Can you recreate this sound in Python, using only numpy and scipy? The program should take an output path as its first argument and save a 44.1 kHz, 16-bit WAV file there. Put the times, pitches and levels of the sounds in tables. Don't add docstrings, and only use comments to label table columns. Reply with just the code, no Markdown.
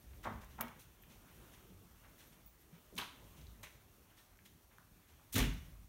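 import sys
import numpy as np
from scipy import signal
from scipy.io import wavfile
from scipy.ndimage import uniform_filter1d

SR = 44100
rng = np.random.default_rng(int(sys.argv[2]) if len(sys.argv) > 2 else 0)


def how_loud(loudness_db):
    steps = np.asarray(loudness_db, float) / 20
    return 10 ** steps


def generate_wav(signal):
    frames = np.transpose(np.atleast_2d(signal))
    scaled = np.clip(frames, -1, 1) * 32767
    pcm = np.round(scaled).astype(np.int16)
    wavfile.write(sys.argv[1], SR, pcm)


N = 259308

# spread in octaves, level in the room in dB, quickness of rise.
WOOD = (0.85, -1.8, 5.7)
SNAP, PLASTIC = (0.59, -3, 8.7), (0.69, -4.5, 3.6)
LATCH, SWEEP, JAMB = (0.7, -20, 6.8), (1.97, -5, 1.53), (0.69, -2.5, 6.0)
THUD, SCUFF, SHUFFLE, CLICK = (0.84, -2, 8.7), (2.27, -5, 0.8), (1.22, -6.5, 1.5), (0.51, -4, 6.0)
TICK, PING, FIZZ = (1.5, -13, 3.2), (0.059, -3, 6.0), (0.39, -24, 6.0)
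CLICK_MS, PING_MS = 0.95, 8.5

# start in seconds, peak level in dB, centre in Hz, length in ms.
WOOD_KNOCKS = [(.133, -64, 1900, 3.4), (.238, -51.5, 1470, 9), (.252, -42, 1020, 12.3),
               (.27, -42, 894, 7.7), (.281, -53, 980, 5.5), (.302, -51, 791, 7.1), (.436, -58.5, 1200, 3.4),
               (.581, -53, 1120, 11), (.589, -51.5, 865, 3.7), (.602, -41.5, 890, 4.6),
               (.609, -42, 1190, 4.5), (.632, -57, 1020, 3.8), (.684, -59, 1300, 5.5)]
# frequency in Hz, level in dB, t60 in seconds.
BOARD_MODES = [(655, -0.5, 0.51), (780, -3, 0.72), (894, 13.5, 0.12), (1038, 6, 0.29), (1264, -7, 0.61),
               (1370, 0, 0.061)]
# start in seconds, peak level in dB.
BOARD_BLOWS = [
    (0.252, -34),
    (0.27, -25.5),
    (0.303, -39),
    (0.434, -47),
    (0.59, -34),
    (0.61, -29.5),
]
# start in seconds, peak level in dB, centre in Hz, length in ms.
PLASTIC_SNAPS = [(0.245, -53.5, 3920, 3), (.608, -53, 4340, 4.5), (3.243, -63, 5500, 1.2),
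                 (3.414, -62, 4600, 1.5), (2.9547, -54, 8400, .8), (2.9755, -54, 10800, .8),
                 (2.978, -50, 10800, 15), (2.9828, -42, 9500, 2), (3.468, -57.5, 4600, 2.3),
                 (3.631, -57, 6940, 6)]
# start in seconds, peak level in dB, centre in Hz, length in ms.
TOY_KNOCKS = [(2.978, -38.5, 3070, 5.2), (2.986, -44.5, 1060, 13), (2.998, -48.5, 3000, 7.1),
              (3.014, -43.5, 3100, 4.2), (3.018, -47.5, 1070, 6.9), (3.632, -58, 700, 8.8),
              (3.635, -54, 2130, 17), (3.669, -56, 1790, 2.4)]
# frequency in Hz, level in dB, t60 in seconds.
TOY_MODES = [(1018, 2, 0.18), (1427, -11, 5.0), (1762, -24, 0.77), (2880, -5, 0.18), (3000, -23, 0.32),
             (3230, -12, 0.14), (3450, -34, 0.27)]
# start in seconds, peak level in dB.
TOY_BLOWS = [
    (2.9777, -31),
    (3.0188, -32),
]
# start in seconds, peak level in dB, centre in Hz, length in ms.
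LATCH_RATTLES = [
    (5.3262, -56, 12000, 3),
    (5.3414, -36, 12000, 2.1),
    (5.3556, -40, 14000, 2.5),
    (5.3576, -36, 6200, 2.2),
    (5.3813, -35, 7500, .8),
    (5.383, -30.5, 11500, 1.4),
]
# start in seconds, peak level in dB, centre in Hz, length in ms.
DOOR_SWEEPS = [
    (5.323, -41, 8900, 26),
    (5.3543, -33.5, 2450, 13),
    (5.378, -33.5, 2320, 17.5),
    (5.429, -54, 6500, 11),
]
# start in seconds, peak level in dB, centre in Hz, length in ms.
JAMB_CHATTER = [(5.341, -45, 3660, 16), (5.354, -39.5, 2930, 4), (5.362, -43.5, 850, 23),
                (5.383, -42, 3100, 3.1), (5.403, -38, 2490, 6.1), (5.424, -41, 2200, 6.1),
                (5.438, -43, 2070, 4.2)]
# start in seconds, peak level in dB, frequency in Hz, t60 in seconds.
DOOR_THUMPS = [(5.344, -28, 99.4, 0.25), (5.35, -29.5, 270, 0.35), (5.361, -34, 211.5, .31),
               (5.385, -30.5, 128.5, 0.32), (5.39, -21, 48.1, 0.29), (5.35, -37, 80, .4),
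               (5.409, -43, 144, 0.26), (5.43, -47, 425, 0.27), (5.474, -27, 49.6, 0.19),
               (5.47, -43, 165, 0.42), (5.551, -43.5, 75.7, 0.5), (5.72, -53, 49.7, 0.71)]
# start in seconds, peak level in dB, centre in Hz, length in ms.
DULL_BLOWS = [(.255, -46.5, 253, 14), (.30, -49, 160, 33), (.60, -48, 261, 11), (0.627, -55.5, 200, 25),
              (2.9239, -51.5, 345, 2.75), (2.945, -53, 242, 12), (2.98, -50, 313, 18),
              (5.343, -42.5, 280, 5.8), (5.356, -50.5, 480, 38), (5.36, -36.5, 198, 8.6),
              (5.38, -36, 220, 15), (5.401, -37.5, 171, 36), (5.45, -42.5, 154, 24)]
# start in seconds, peak level in dB, frequency in Hz, t60 in seconds.
FLOOR_THUMPS = [(.252, -48, 225, 0.47), (.26, -45.5, 102.4, 0.47), (.338, -39.5, 52.6, .3),
                (.345, -46, 75, 0.22), (.408, -43, 56.3, 0.23), (.59, -46, 226.6, 0.26),
                (.63, -44, 237.6, .23), (1.70, -48.5, 183.6, 0.16), (1.72, -51, 93, 0.31),
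                (2.07, -54, 53.7, .27), (2.42, -54, 55, 0.47), (2.725, -46.5, 166.4, .16),
                (2.924, -43, 376, 0.049), (2.94, -49, 169.6, 0.31), (2.98, -47.5, 238, 0.064),
                (3.37, -51, 150, .33), (3.43, -42, 76, 0.14), (3.46, -48.5, 54.7, 0.51),
                (3.55, -51, 52.7, 0.29), (5.1, -55, 72, .3), (5.15, -58, 71.5, 0.28)]
# start in seconds, peak level in dB, centre in Hz, length in ms.
SCUFFS = [(.228, -57.5, 2140, 16), (.405, -61.5, 1597, 17.3), (.79, -58, 6860, 18), (1.095, -63, 2180, 26),
          (1.53, -59.5, 2500, 12), (2.176, -59, 2960, 35), (2.32, -64, 2400, 13), (2.961, -53, 4480, 9.6),
          (3.36, -65, 2500, 29), (3.628, -50, 2370, 10.4), (4.165, -62.5, 2500, 23),
          (4.4496, -58, 3480, 12), (5.08, -68, 1810, 21)]
# start in seconds, peak level in dB, centre in Hz, length in ms.
CARPET_DRAGS = [(.50, -66.5, 3040, 19), (1.28, -69, 1700, 17), (2.03, -66.5, 1390, 25),
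                (2.723, -68.5, 1720, 37), (2.977, -49, 2920, 32), (4.079, -70.5, 1470, 60),
                (4.70, -70, 1240, 36)]
# start in seconds, peak level in dB, centre in Hz.
FLOOR_CLICKS = [(1.036, -59, 2250), (1.702, -66, 3500), (2.047, -60, 1300), (2.987, -38.5, 2700),
                (4.3898, -59, 1950), (4.7837, -54, 1310), (5.1962, -64, 1280)]
# start in seconds, peak level in dB, centre in Hz, length in ms.
HOUSING_TICKS = [(.418, -59, 8000, .6), (0.446, -58, 13000, .6), (0.609, -37, 10900, .6),
                 (0.6113, -42, 7950, 0.39), (0.6119, -43, 12100, 1.2), (0.617, -39.5, 13500, 1.2),
                 (0.6827, -54, 4970, .5), (.6876, -65, 12000, .7), (4.373, -66, 7000, .6),
                 (4.784, -60.5, 7000, .6), (5.24, -68, 13000, .6)]
# start in seconds, peak level in dB, centre in Hz.
STRAP_SQUEAKS = [(1.0186, -63, 12100), (2.2707, -68, 12200), (2.4598, -56, 15200), (2.6094, -69, 12100),
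                 (2.7776, -67, 15400)]
# start in seconds, peak level in dB, centre in Hz, length in ms.
BUCKLE_FIZZES = [
    (.6085, -33, 14800, 3.8),
    (.6228, -48, 14800, 6.6),
    (5.538, -59, 11500, 2),
]
# frequency in Hz, t60 in seconds.
ROOM_DECAY = [(40, 1), (110, 0.69), (280, 0.32), (740, 0.44), (1940, 0.49), (5120, 0.49), (13500, 0.35)]
# frequency in Hz, density in dB per Hz.
RUMBLE = [(15, -16), (30, -20.5), (40, -4.5), (52, -1), (75, -7), (110, -10), (200, -53)]
MURMUR = [(60, -22), (110, 1.5), (180, -1), (300, -4.5), (420, -8.5), (600, -14.5), (1000, -37.5)]
RUSTLE = [(300, -27), (600, 3.5), (1100, 4), (2000, -0.5), (3500, -2), (4600, -16.5), (7000, -8.5)]
HISS = [(2500, -24), (4500, 0.5), (6200, -2.5), (9000, -3), (13000, -2.5), (15500, -4), (20000, 7.5)]
# time in seconds, stir in dB.
STIR = [(0.0, 0.5), (0.22, 2.5), (0.46, 0.5), (0.6, 3.5), (0.9, -0.5), (1.1, 1.5), (1.45, 5), (1.8, 0.5),
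        (2.2, 2), (2.55, -1.5), (3.0, 1), (3.3, 4), (3.7, 0), (4.1, -1.5), (4.7, -3), (5.3, 0.5), (5.65, 3),
        (5.88, -3.5)]
# time of the peak in seconds, level in dB.
SHUDDERS = [
    (0.1, -59),
    (0.42, -59.5),
    (1.95, -73),
    (2.9, -68),
    (3.45, -63),
    (5.45, -51.5),
]
# centre in Hz, width in Hz, gain in dB.
HOUSING_DIPS = [(4860, 680, -6.5), (7780, 1200, -4.5), (10390, 710, -5)]


def contact(db, hz, spread, ms, rise):
    noise = rng.standard_normal(8192)
    samples = np.clip(ms, 0.2, 60) / 1000 * SR
    t = np.arange(len(noise)) / samples
    octaves = np.log2((np.fft.rfftfreq(2048, 1 / SR) + 1) / hz)
    colour = causal(-6.5 * (octaves / max(spread, 0.03)) ** 2)[:1024]
    uneven = noise * abs(noise) ** 0.72
    grit = uneven * (1 - np.exp(-rise * t)) * np.exp(-t)
    grit[0] = 3 * np.sqrt(samples) * np.exp(-(ms / 1.3) ** 2)
    burst = signal.fftconvolve(grit, colour)
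    return how_loud(db) * burst / np.sqrt(uniform_filter1d(burst ** 2, size=128).max())


def ring(modes, shorter):
    t = np.arange(SR // 2) / SR
    x = sum(how_loud(db - 60 * t / (shorter * min(t60, 0.5))) * np.sin(2 * np.pi * hz * t) for hz, db, t60 in modes)
    return x / abs(x).max()


def thump(db, hz, t60):
    t = np.arange(SR) / SR
    rise_s = 0.023 * t60 + 0.22 / hz
    push = (1 - np.exp(-t / rise_s)) ** 2
    return how_loud(db - 60 * t / t60) * push * np.sin(2 * np.pi * hz * t)


def contacts(kind, table):
    spread, room_db, rise = kind
    return [(s, contact(db, hz, spread, ms, rise), room_db) for s, db, hz, ms in table]


def blows(table, body):
    return [(s, how_loud(db) * body, -5) for s, db in table]


def thumps(table):
    return [(s, thump(db, hz, t60), -22) for s, db, hz, t60 in table]


def knocked_boards():
    return contacts(WOOD, WOOD_KNOCKS) + blows(BOARD_BLOWS, how_loud(-6) * ring(BOARD_MODES, 0.46))


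def knocked_toys():
    hits = contacts(SNAP, PLASTIC_SNAPS) + contacts(PLASTIC, TOY_KNOCKS)
    return hits + blows(TOY_BLOWS, how_loud(-13) * ring(TOY_MODES, 0.39))


def slammed_door():
    metal = contacts(LATCH, LATCH_RATTLES)
    leaf = contacts(SWEEP, DOOR_SWEEPS) + contacts(JAMB, JAMB_CHATTER)
    return metal + leaf + thumps(DOOR_THUMPS)


def footfalls_and_blows():
    weight = contacts(THUD, DULL_BLOWS) + thumps(FLOOR_THUMPS)
    rubbing = contacts(SCUFF, SCUFFS) + contacts(SHUFFLE, CARPET_DRAGS)
    return weight + rubbing + contacts(CLICK, [(*row, CLICK_MS) for row in FLOOR_CLICKS])


def handled_camera():
    squeaks = contacts(PING, [(*row, PING_MS) for row in STRAP_SQUEAKS])
    return contacts(TICK, HOUSING_TICKS) + squeaks + contacts(FIZZ, BUCKLE_FIZZES)


def room(sends):
    taps = np.zeros((len(sends), SR))
    jitter = rng.integers(0, 12, (len(sends), (SR - 129) // 12))
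    at = np.arange(120, SR - 20, 12) + jitter
    np.put_along_axis(taps, at, rng.choice([-1.0, 1.0], at.shape), 1)
    hz, t, z = signal.stft(taps, SR, nperseg=256)
    decay = how_loud(-60 * t / read(ROOM_DECAY, hz)[:, None])
    tails = signal.istft(z * decay, SR, nperseg=256)[1]
    return signal.fftconvolve(sends, tails / np.linalg.norm(tails[0]), axes=1)[:, :N].sum(0)


def bed(spectrum, level_db, patchy_db, flicker_db, size=1024):
    frames, hz = 4 * N // size + 5, np.fft.rfftfreq(size, 1 / SR)
    a, b, patches = rng.standard_normal((frames, len(hz), 3)).T
    flicker = evened(uniform_filter1d(patches[0], size=5))
    patches = uniform_filter1d(patches, size=12, axis=0)
    patches = evened(uniform_filter1d(patches, size=12, axis=1))
    colour_db = read(spectrum, hz)[:, None] + patchy_db * patches + flicker_db * flicker
    z = (a + 1j * b) * how_loud(colour_db)
    noise = signal.istft(z, nperseg=size, noverlap=3 * size // 4)[1][:N]
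    return how_loud(level_db) * evened(noise)


def shudders(t):
    rise_s, fall_db_per_s = 0.069, 32.5
    return sum(np.clip(1 + (t - s) / rise_s, 0, 1) * how_loud(db - fall_db_per_s * np.maximum(t - s, 0))
               for s, db in SHUDDERS)


def background():
    t = np.arange(N) / SR
    stir = np.interp(t, *np.transpose(STIR))
    rumble_db = 20 * np.log10(how_loud(-69.5 + 0.4 * stir) + shudders(t))
    rumble = bed(RUMBLE, rumble_db, 1.6, 1.3, size=4096)
    murmur = bed(MURMUR, -69 + 1.19 * stir, 2.25, 1.5, size=2048)
    rustle = bed(RUSTLE, -71 + 1.08 * stir, 1.75, 0.27)
    hiss = bed(HISS, -65 + 0.51 * stir, 0.33, 0.89)
    return rumble + murmur + rustle + hiss


def evened(x):
    return x / np.sqrt(np.mean(x ** 2) + 1e-20)


def read(points, hz):
    f, value = np.transpose(points)
    return np.interp(np.log(hz + 1), np.log(f + 1), value)


def causal(db):
    log_gain = np.log(how_loud(np.maximum(db, -100)))
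    circle = np.concatenate([log_gain, log_gain[-2:0:-1]])
    return np.fft.ifft(np.exp(np.conj(signal.hilbert(circle)))).real


def add(mix, s, sound):
    part = mix[round(s * SR):][:len(sound)]
    part += sound[:len(part)]


def scene():
    direct, sends = background(), np.zeros((4, N))
    for source in (knocked_boards, knocked_toys, slammed_door, footfalls_and_blows, handled_camera):
        for k, (s, sound, room_db) in enumerate(source()):
            add(direct, s, sound)
            add(sends[k % 4], s, how_loud(room_db) * sound)
    return (direct + room(sends))[None]


def band_limit(x):
    return signal.sosfilt(signal.butter(12, 16680, fs=SR, output="sos"), x)


def record(dry):
    low_cut_hz, top_hz = 27.5, 15830
    hz = np.fft.rfftfreq(2048, 1 / SR)
    dips_db = sum(db * np.exp(-((hz - f) / width) ** 2) for f, width, db in HOUSING_DIPS)
    x = signal.oaconvolve(dry, causal(dips_db)[:1024][None])[:, :N]
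    x = signal.lfilter(*signal.butter(2, low_cut_hz, "high", fs=SR), x)
    top_cut = signal.firwin(1023, top_hz, window=("kaiser", 9), fs=SR)
    x = signal.oaconvolve(x, top_cut[None], "same")
    return band_limit(x)


dry = scene()
out = record(dry)
generate_wav(out)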